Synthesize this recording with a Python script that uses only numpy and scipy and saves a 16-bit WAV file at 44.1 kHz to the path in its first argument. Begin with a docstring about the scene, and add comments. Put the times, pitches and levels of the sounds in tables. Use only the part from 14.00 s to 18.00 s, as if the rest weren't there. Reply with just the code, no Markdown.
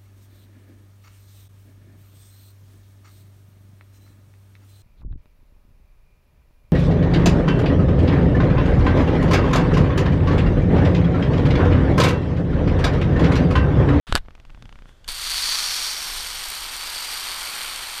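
"""A hand rubs, pushes and knocks a camera's housing outdoors, then a plastic toy water gun creaks when pressed.
Its valve clicks and a steady jet lands on the camera, brightest while it hits squarely, then an even spatter.
Rubbing, hiss and air are coloured noise; knocks, ticks and large drops are short bursts with dying rings.
The jet is thousands of random tiny impacts a second, which drum, spatter, sizzle and ring on the shell."""
import sys
import numpy as np
from scipy import signal
from scipy.fft import rfft, irfft
from scipy.io import wavfile

SR = 44100
rng = np.random.default_rng(int(sys.argv[2]) if len(sys.argv) > 2 else 0)


def file_out(sig):
    """Save sig as 16-bit WAV at sys.argv[1]."""
    # one column per channel
    cols = np.atleast_2d(sig).T
    # limit, then scale
    lim = np.clip(cols, -1, 1)
    pcm = np.round(lim * 32767).astype(np.int16)
    wavfile.write(sys.argv[1], SR, pcm)


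N = 176400  # length in samples: 4 s
TIME = np.arange(N) / SR  # seconds

# Colour tables give relative levels: each sound is brought to a standard strength before its own level.
# Rubbing hand, strength over time [t/s, level/dB] and colour [f/Hz, level/dB]
RUBBING_LEVEL = [(.069, -45), (.075, -41.5), (.11, -43.5), (.16, -41.5), (.177, -27.5), (.186, -41.5),
                 (.192, -55), (.23, -79)]
RUBBING_COLOUR = [(100, -3), (450, -3), (900, -2), (1550, 3.5), (2200, -3), (3650, 0), (4500, -8),
                  (6000, -18), (9000, -17), (12000, -26.5), (15000, -31)]
# Low hum of the pressing hand, strength [t/s, level/dB] and colour [f/Hz, level/dB]
GRIP_HUM_LEVEL = [(.2, -62), (.3, -71), (.55, -62), (.63, -49), (.76, -58), (.85, -67), (.95, -69),
                  (1.1, -80)]
GRIP_HUM_COLOUR = [(40, -12), (110, 3.5), (200, -5), (300, -8), (420, -25), (1000, -47), (4000, -72)]
# Faint outdoor wash, colour [f/Hz, level/dB]
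WASH_COLOUR = [(150, -6), (300, -10), (600, -11.5), (1100, -19), (1800, -19), (2600, -25), (3400, -25),
               (4300, -25), (8000, -37.5), (15000, -41)]
# Low rumble of air, strength [t/s, level/dB] and colour [f/Hz, level/dB]
AIR_RUMBLE_LEVEL = [(.06, -60), (.1, -25.5), (.3, -45), (.65, -42.5), (1.0, -48.5), (1.11, -39.5),
                    (1.25, -44.5), (1.35, -41), (1.55, -47.5), (2.0, -49), (2.08, -43), (2.35, -44),
                    (2.55, -49), (4.0, -50)]
AIR_RUMBLE_COLOUR = [(10, 1), (30, 10), (55, -1.5), (85, -7.5), (130, -16), (250, -34.5), (600, -50),
                     (2000, -73.5)]
# Soft pushes of the hand [middle t/s, length/s, peak pressure as signal value]
HAND_PUSHES = [(.0975, 0.005, -0.096), (0.1286, 0.01, 0.22), (0.1495, 0.0029, .22), (.1525, 0.0026, 0.13),
               (.158, .009, -0.11), (.175, 0.036, 0.098), (.197, 0.035, -0.085)]
# Knocks on the housing [t/s, level/dB, ring level/dB, treble corner f/Hz]
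HOUSING_KNOCKS = [(.125, 6.5, -14, 4500), (0.1462, -22, -8, 5000), (.1535, 8, -7, 15000),
                  (.1601, 4, 0, 3800), (.1654, -10, -2, 12000)]
# Colour of a knock [f/Hz, level/dB]
KNOCK_COLOUR = [(60, -5), (400, -7.5), (620, -1.5), (900, -4.5), (1450, -1.5), (2150, -10), (3000, -4),
                (3800, -4.5), (4600, -1), (5400, -10.5), (6300, -16), (7900, -6), (8900, -10.5),
                (9800, -10), (11500, -17), (13000, -21), (14200, -33), (15500, -42)]
# Ringing tones of the housing [f/Hz, level/dB, time to fall 60 dB/s]
HOUSING_TONES = [(1516, -24, 0.058), (1680, -22.5, 0.043), (3060, -27, 0.01), (3700, -30, .012),
                 (4600, -25, 0.0092)]
# Stick-slip ticks of the plastic [t/s, level/dB, treble corner f/Hz, f/Hz of the spot that rings]
PLASTIC_TICKS = [(0.2517, -27.5, 2000, 1100), (.2595, -30, 4000, 2200), (0.2846, -15.5, 1700, 1240),
                 (0.3076, -23, 4000, 2400), (0.3522, -20.5, 6000, 2530), (0.3795, -28, 1800, 1900),
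                 (0.4001, -22, 6000, 2650), (0.4516, -23, 6000, 2690), (.4975, -26, 3020, 1190),
                 (0.503, -22.5, 4500, 2650), (0.5477, -22, 4030, 2580), (.5755, -24, 1500, 1000),
                 (0.6244, -17, 7000, 3600), (0.6559, -20, 5000, 2950), (0.693, -19, 4500, 2900),
                 (.7265, -19, 5000, 2950), (0.7568, -21.5, 4000, 2300), (0.7892, -22, 3500, 1250),
                 (0.8223, -22, 3500, 1300), (0.8569, -23.5, 2800, 1400), (0.8924, -21.5, 2800, 1400)]
# Colour of a tick [f/Hz, level/dB]
TICK_COLOUR = [(50, 13.5), (130, 13.5), (260, 7.5), (400, -2), (700, 1), (1250, 1), (1650, -2), (2900, -2),
               (4000, -10.5), (5200, -10), (7000, -13), (9000, -18), (15000, -22)]
# Thin hiss, swelling until the jet [t/s, level/dB], and its colour [f/Hz, level/dB]
THIN_HISS_LEVEL = [(.1, -102), (.5, -68.5), (.8, -66), (.85, -67), (.89, -58), (.94, -65), (1.04, -66.5),
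                   (1.08, -52.5)]
THIN_HISS_COLOUR = [(300, -15.5), (1100, -3), (1500, 1.5), (2200, -9), (3000, -6), (3400, 2), (3900, -12),
                    (6000, -12), (9000, -16), (15000, -29)]
# Ringing tones of the valve [f/Hz, relative level/dB, time to fall 60 dB/s]
VALVE_TONES = [(1610, -6, .025), (2400, -8, .008), (2950, -4, .016), (3600, 1, .009), (4550, -3, 0.0099),
               (6400, -3, .006), (7300, -16, .006), (12000, -20, .004)]
# Spatter, strength [t/s, level/dB] and colour [f/Hz, level/dB]
SPATTER_LEVEL = [(1.08, -36), (1.097, -32.5), (1.125, -37), (1.19, -33.5), (1.3, -32), (1.5, -34.5),
                 (1.8, -33), (2.05, -32), (2.3, -32.5), (2.8, -33.5), (2.9, -32.5), (3.15, -31.5),
                 (3.45, -32), (3.65, -31.5), (3.85, -34.5), (4.0, -32.5)]
SPATTER_COLOUR = [(300, -31), (800, -15), (1550, -4.5), (2000, -7), (2550, -7), (3100, 0), (3900, -1.5),
                  (4540, 2.5), (5000, -7), (5620, -4), (6400, -9), (7300, -10), (8200, -6), (9050, -3.5),
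                  (10000, -13), (11200, -8.5), (12100, -14), (13300, -7.5), (14300, -29), (15200, -19)]
# Bright sizzle where the jet hits squarely, strength [t/s, level/dB] and colour [f/Hz, level/dB]
SIZZLE_LEVEL = [(1.08, -35.5), (1.17, -39), (1.26, -30), (1.34, -27), (1.5, -25), (1.68, -27), (1.87, -29),
                (2.0, -40), (2.25, -40), (2.6, -58), (4.0, -55)]
SIZZLE_COLOUR = [(300, -42), (1200, -8.5), (2300, -7.5), (2900, -8), (3450, -1.5), (3900, -3), (4500, 5.5),
                 (5050, -6), (6500, -8), (7300, -11), (8500, -9.5), (11000, -13.5), (13200, -17),
                 (14300, -29), (15200, -24)]
# Dull drumming of heavier water, strength [t/s, level/dB] and colour [f/Hz, level/dB]
DRUMMING_LEVEL = [(1.08, -38), (1.13, -47), (1.22, -43), (1.35, -39.5), (1.55, -38), (2.0, -38.5),
                  (2.4, -40), (2.8, -38), (3.2, -37), (3.65, -36.5), (4.0, -38.5)]
DRUMMING_COLOUR = [(120, -19), (300, -13), (600, -9), (850, -2), (1200, 0.5), (1800, -4.5), (2300, 2),
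                   (2800, -4), (3800, -9), (6000, -19.5), (12000, -45)]
# Two rings of the wet shell, strength of each [t/s, level/dB]
LOWER_RING_LEVEL = [(1.08, -51), (1.2, -45), (1.35, -32), (1.52, -31.5), (1.7, -40), (1.9, -36), (2.2, -54),
                    (2.8, -42), (3.0, -36), (3.4, -43), (4.0, -65)]
HIGHER_RING_LEVEL = [(1.08, -67), (1.45, -37), (1.7, -32.5), (1.9, -34), (2.15, -40), (2.5, -46),
                     (2.8, -48), (4.0, -58)]
# Single large drops [t/s, level/dB, ring level/dB, share of bright spit 0-1]
LARGE_DROPS = [(1.0787, -14, -12, 0), (1.0882, -9, 7, 0.3), (1.0965, -10.5, 0, .1), (1.1175, -9, -22, 0.5),
               (1.317, -6, -5, 0), (1.4915, -3, -11, 0.1), (1.496, -10, 4, .2), (1.6495, -11, -9, 0.4),
               (1.832, -9, -12, .6), (2.458, -11, -15, 0.8), (2.4862, -9, -15, 1), (2.503, -5.5, -25, 1),
               (3.1598, -18, -8, 0.6)]
# Colour of the bright spit [f/Hz, level/dB]
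SPIT_COLOUR = [(500, -28), (3000, -21), (6500, -8), (8800, 0), (10500, -9), (13200, -2), (15300, -4)]
# Soft low bumps on the microphone under the jet [middle t/s, length/s, peak pressure as signal value]
JET_BUMPS = [(1.087, .018, -.022), (1.122, .04, .026), (2.486, .022, .018)]

START_S = RUBBING_LEVEL[0][0]  # hand and air are silent before this
WASH_DB = -61
SPOT_DB, SPOT_T60_S = -30, 0.016  # ring of a ticking spot; T60 = time to fall 60 dB
VALVE_S, VALVE_DB = 1.0442, -23
JET_S, JET_RISE_S = 1.077, 0.0035
DROPS_PER_S = 6000  # average, in each layer of water
DROP_SPREAD_DB, DROP_LIMIT = 5, 2.55  # drop size varies; the largest stop at 2.55 spreads
SPOT_SMEAR_S = .0003
LOW_RING_HZ, LOW_RING_WIDTH_HZ = 4637, 210
HIGH_RING_HZ, HIGH_RING_WIDTH_HZ = 5520, 530
FLUTTER_HZ, FLUTTER_DB = 119, 0.47  # fastest wavering of the jet (gentle limit), and its rms depth
DROP_RING_T60_S = 0.01
CEILING = .9  # signal value that rounded peaks approach
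CUT_HZ = 15450


def amp(db):
    """Turns decibels into a gain."""
    return 10 ** (np.asarray(db) / 20)


def evened(x):
    """Scales a signal to an rms (average strength) of 1."""
    return x / np.sqrt(np.mean(x ** 2) + 1e-20)


def noise():
    """Steady random hiss with equal strength at all pitches."""
    return rng.standard_normal(N)


def level(points):
    """Gain over time, gliding in dB between the points of a table."""
    return amp(np.interp(TIME, *np.transpose(points)))


def add(mix, s, sound):
    """Lays a sound into the mix at time s."""
    part = mix[max(round(s * SR), 0):][:len(sound)]
    part += sound[:len(part)]


def response(points, corner_hz=SR, size=4096):
    """A short burst of energy 1 with the given colour, dulled above a corner."""
    hz = np.fft.rfftfreq(size, 1 / SR)
    f, db = np.transpose(points)
    gain = amp(np.interp(np.log(hz + 1), np.log(f), db))
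    gain /= np.sqrt(1 + (hz / corner_hz) ** 4)
    # Folding the cepstrum puts the energy at the start: a sharp onset with nothing before it
    cepstrum = irfft(np.log(gain + 1e-6))
    cepstrum[1:size // 2] *= 2
    cepstrum[size // 2 + 1:] = 0
    burst = irfft(np.exp(rfft(cepstrum)))
    return burst / np.linalg.norm(burst)


def coloured(x, points, size=4096):
    """Filters a signal to a colour, at rms 1."""
    return evened(signal.oaconvolve(x, response(points, size=size))[:N])


def dulled(x, corner_hz):
    """Gentle one-pole roll-off of the treble."""
    r = np.exp(-2 * np.pi * corner_hz / SR)
    return signal.lfilter([1 - r], [1, -r], x)


def ringing(tones, size=4096):
    """A struck object rings as a sum of sines that each die away."""
    t = TIME[:size]
    return sum(amp(db - 60 * t / t60) * np.sin(2 * np.pi * hz * t) for hz, db, t60 in tones)


def scattered(sound, scatter_db, decay_s, size=2048):
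    """Reflections inside a plastic body smear a blow into a short rattle, largely keeping its colour."""
    tail = rng.standard_normal(size) * np.exp(-TIME[:size] / decay_s)
    tail *= amp(scatter_db) / np.linalg.norm(tail)
    tail[0] = 1  # the direct blow
    spectrum = rfft(tail)
    # Halve the spectrum's peaks and dips in dB
    tail = irfft(spectrum / np.sqrt(abs(spectrum) + 1e-9))[:size // 2]
    return signal.fftconvolve(sound, tail / np.linalg.norm(tail))


def pushed(rows):
    """Slow pressure makes smooth one-sided bumps."""
    out = np.zeros(N)
    for s, length, pressure in rows:
        add(out, s - length / 2, pressure * np.hanning(round(length * SR)))
    return out


def rubbing():
    """The hand's friction is coloured noise over the low hum of its grip."""
    rub = coloured(noise(), RUBBING_COLOUR) * level(RUBBING_LEVEL)
    grip = coloured(noise(), GRIP_HUM_COLOUR) * level(GRIP_HUM_LEVEL)
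    return (rub + grip) * (TIME > START_S)


def air():
    """Outdoor air is a faint wash of noise and a low rumble at the microphone."""
    wash = amp(WASH_DB) * coloured(noise(), WASH_COLOUR)
    rumble = coloured(noise(), AIR_RUMBLE_COLOUR, size=16384) * level(AIR_RUMBLE_LEVEL)
    return (wash + rumble) * (TIME > START_S)


def knocks():
    """Each knock is a short blow that also sets the housing ringing."""
    out = np.zeros(N)
    for s, db, ring_db, corner_hz in HOUSING_KNOCKS:
        ring = dulled(ringing(HOUSING_TONES), corner_hz)
        blow = response(KNOCK_COLOUR, corner_hz) + amp(ring_db) * ring
        add(out, s, amp(db) * scattered(blow, scatter_db=4, decay_s=0.00059))
    return out


def creaks():
    """Plastic sticks and slips under the thumb, each slip a tick that rings one spot."""
    out = np.zeros(N)
    for s, db, corner_hz, spot_hz in PLASTIC_TICKS:
        tick = response(TICK_COLOUR, corner_hz) + ringing([(spot_hz, SPOT_DB, SPOT_T60_S)])
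        # The minus sign starts the tick with a pull instead of a push
        add(out, s, -amp(db) * scattered(tick, scatter_db=-2.5, decay_s=0.0031))
    return out


def thin_hiss():
    """Coloured noise swells unevenly until the jet, then holds its level."""
    return coloured(noise(), THIN_HISS_COLOUR) * level(THIN_HISS_LEVEL)


def valve_click():
    """The valve snaps open and its small parts ring briefly."""
    out = np.zeros(N)
    snap = scattered(ringing(VALVE_TONES), scatter_db=7, decay_s=.0025)
    add(out, VALVE_S, amp(VALVE_DB) * snap / np.linalg.norm(snap))
    return out


def droplets(count=10):
    """Dense impacts of uneven size, each smeared in the way of the spot where it lands."""
    size = amp(DROP_SPREAD_DB * np.minimum(rng.standard_normal(N), DROP_LIMIT))
    lands = rng.random(N) < DROPS_PER_S / SR
    hits = size * rng.choice([-1, 1], N) * lands
    spot = rng.integers(0, count, N)
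    out = np.zeros(N)
    for k in range(count):
        smear = scattered(np.ones(1), scatter_db=11.5, decay_s=SPOT_SMEAR_S, size=256)
        out += signal.oaconvolve(hits * (spot == k), smear)[:N]
    return out


def shell_ring(hz, width_hz):
    """Droplets keep one resonance of the wet shell ringing."""
    pole = np.exp((2j * np.pi * hz - np.pi * width_hz) / SR)
    return evened(signal.lfilter([1], [1, -pole], droplets()).real)


def jet():
    """The stream breaks into droplets that drum, spatter, sizzle and ring on the shell."""
    water = coloured(droplets(), SPATTER_COLOUR) * level(SPATTER_LEVEL)
    water += coloured(droplets(), SIZZLE_COLOUR) * level(SIZZLE_LEVEL)
    water += coloured(droplets(), DRUMMING_COLOUR) * level(DRUMMING_LEVEL)
    water += shell_ring(LOW_RING_HZ, LOW_RING_WIDTH_HZ) * level(LOWER_RING_LEVEL)
    water += shell_ring(HIGH_RING_HZ, HIGH_RING_WIDTH_HZ) * level(HIGHER_RING_LEVEL)
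    slow_filter = signal.butter(2, FLUTTER_HZ, fs=SR, output="sos")
    flutter = evened(signal.sosfilt(slow_filter, noise()))
    onset = np.clip((TIME - JET_S) / JET_RISE_S, 0, 1)
    return water * amp(FLUTTER_DB * flutter) * onset


def big_drops():
    """A few large drops slap the shell, ring it or burst in a bright spit."""
    out = np.zeros(N)
    slap, spit = response(SPATTER_COLOUR), response(SPIT_COLOUR)
    ring = ringing([(LOW_RING_HZ, 0, DROP_RING_T60_S)])
    ring /= np.linalg.norm(ring)
    for s, db, ring_db, share in LARGE_DROPS:
        drop = (1 - share) * slap + share * spit + amp(ring_db) * ring
        add(out, s, amp(db) * scattered(drop, scatter_db=7, decay_s=0.00084))
    return out


def scene():
    """All sources add up, close to one microphone."""
    hand = rubbing() + pushed(HAND_PUSHES) + knocks()
    toy = creaks() + thin_hiss() + valve_click()
    water = jet() + big_drops() + pushed(JET_BUMPS)
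    return (hand + air() + toy + water)[None]


def record(dry):
    """Strong peaks are rounded off softly, then a filter removes the highest treble."""
    rounded = dry / (1 + (dry / CEILING) ** 4) ** .25
    treble_cut = signal.firwin(701, CUT_HZ, window=("kaiser", 8), fs=SR)
    return signal.oaconvolve(rounded, treble_cut[None], "same")


dry = scene()
out = record(dry)
file_out(out)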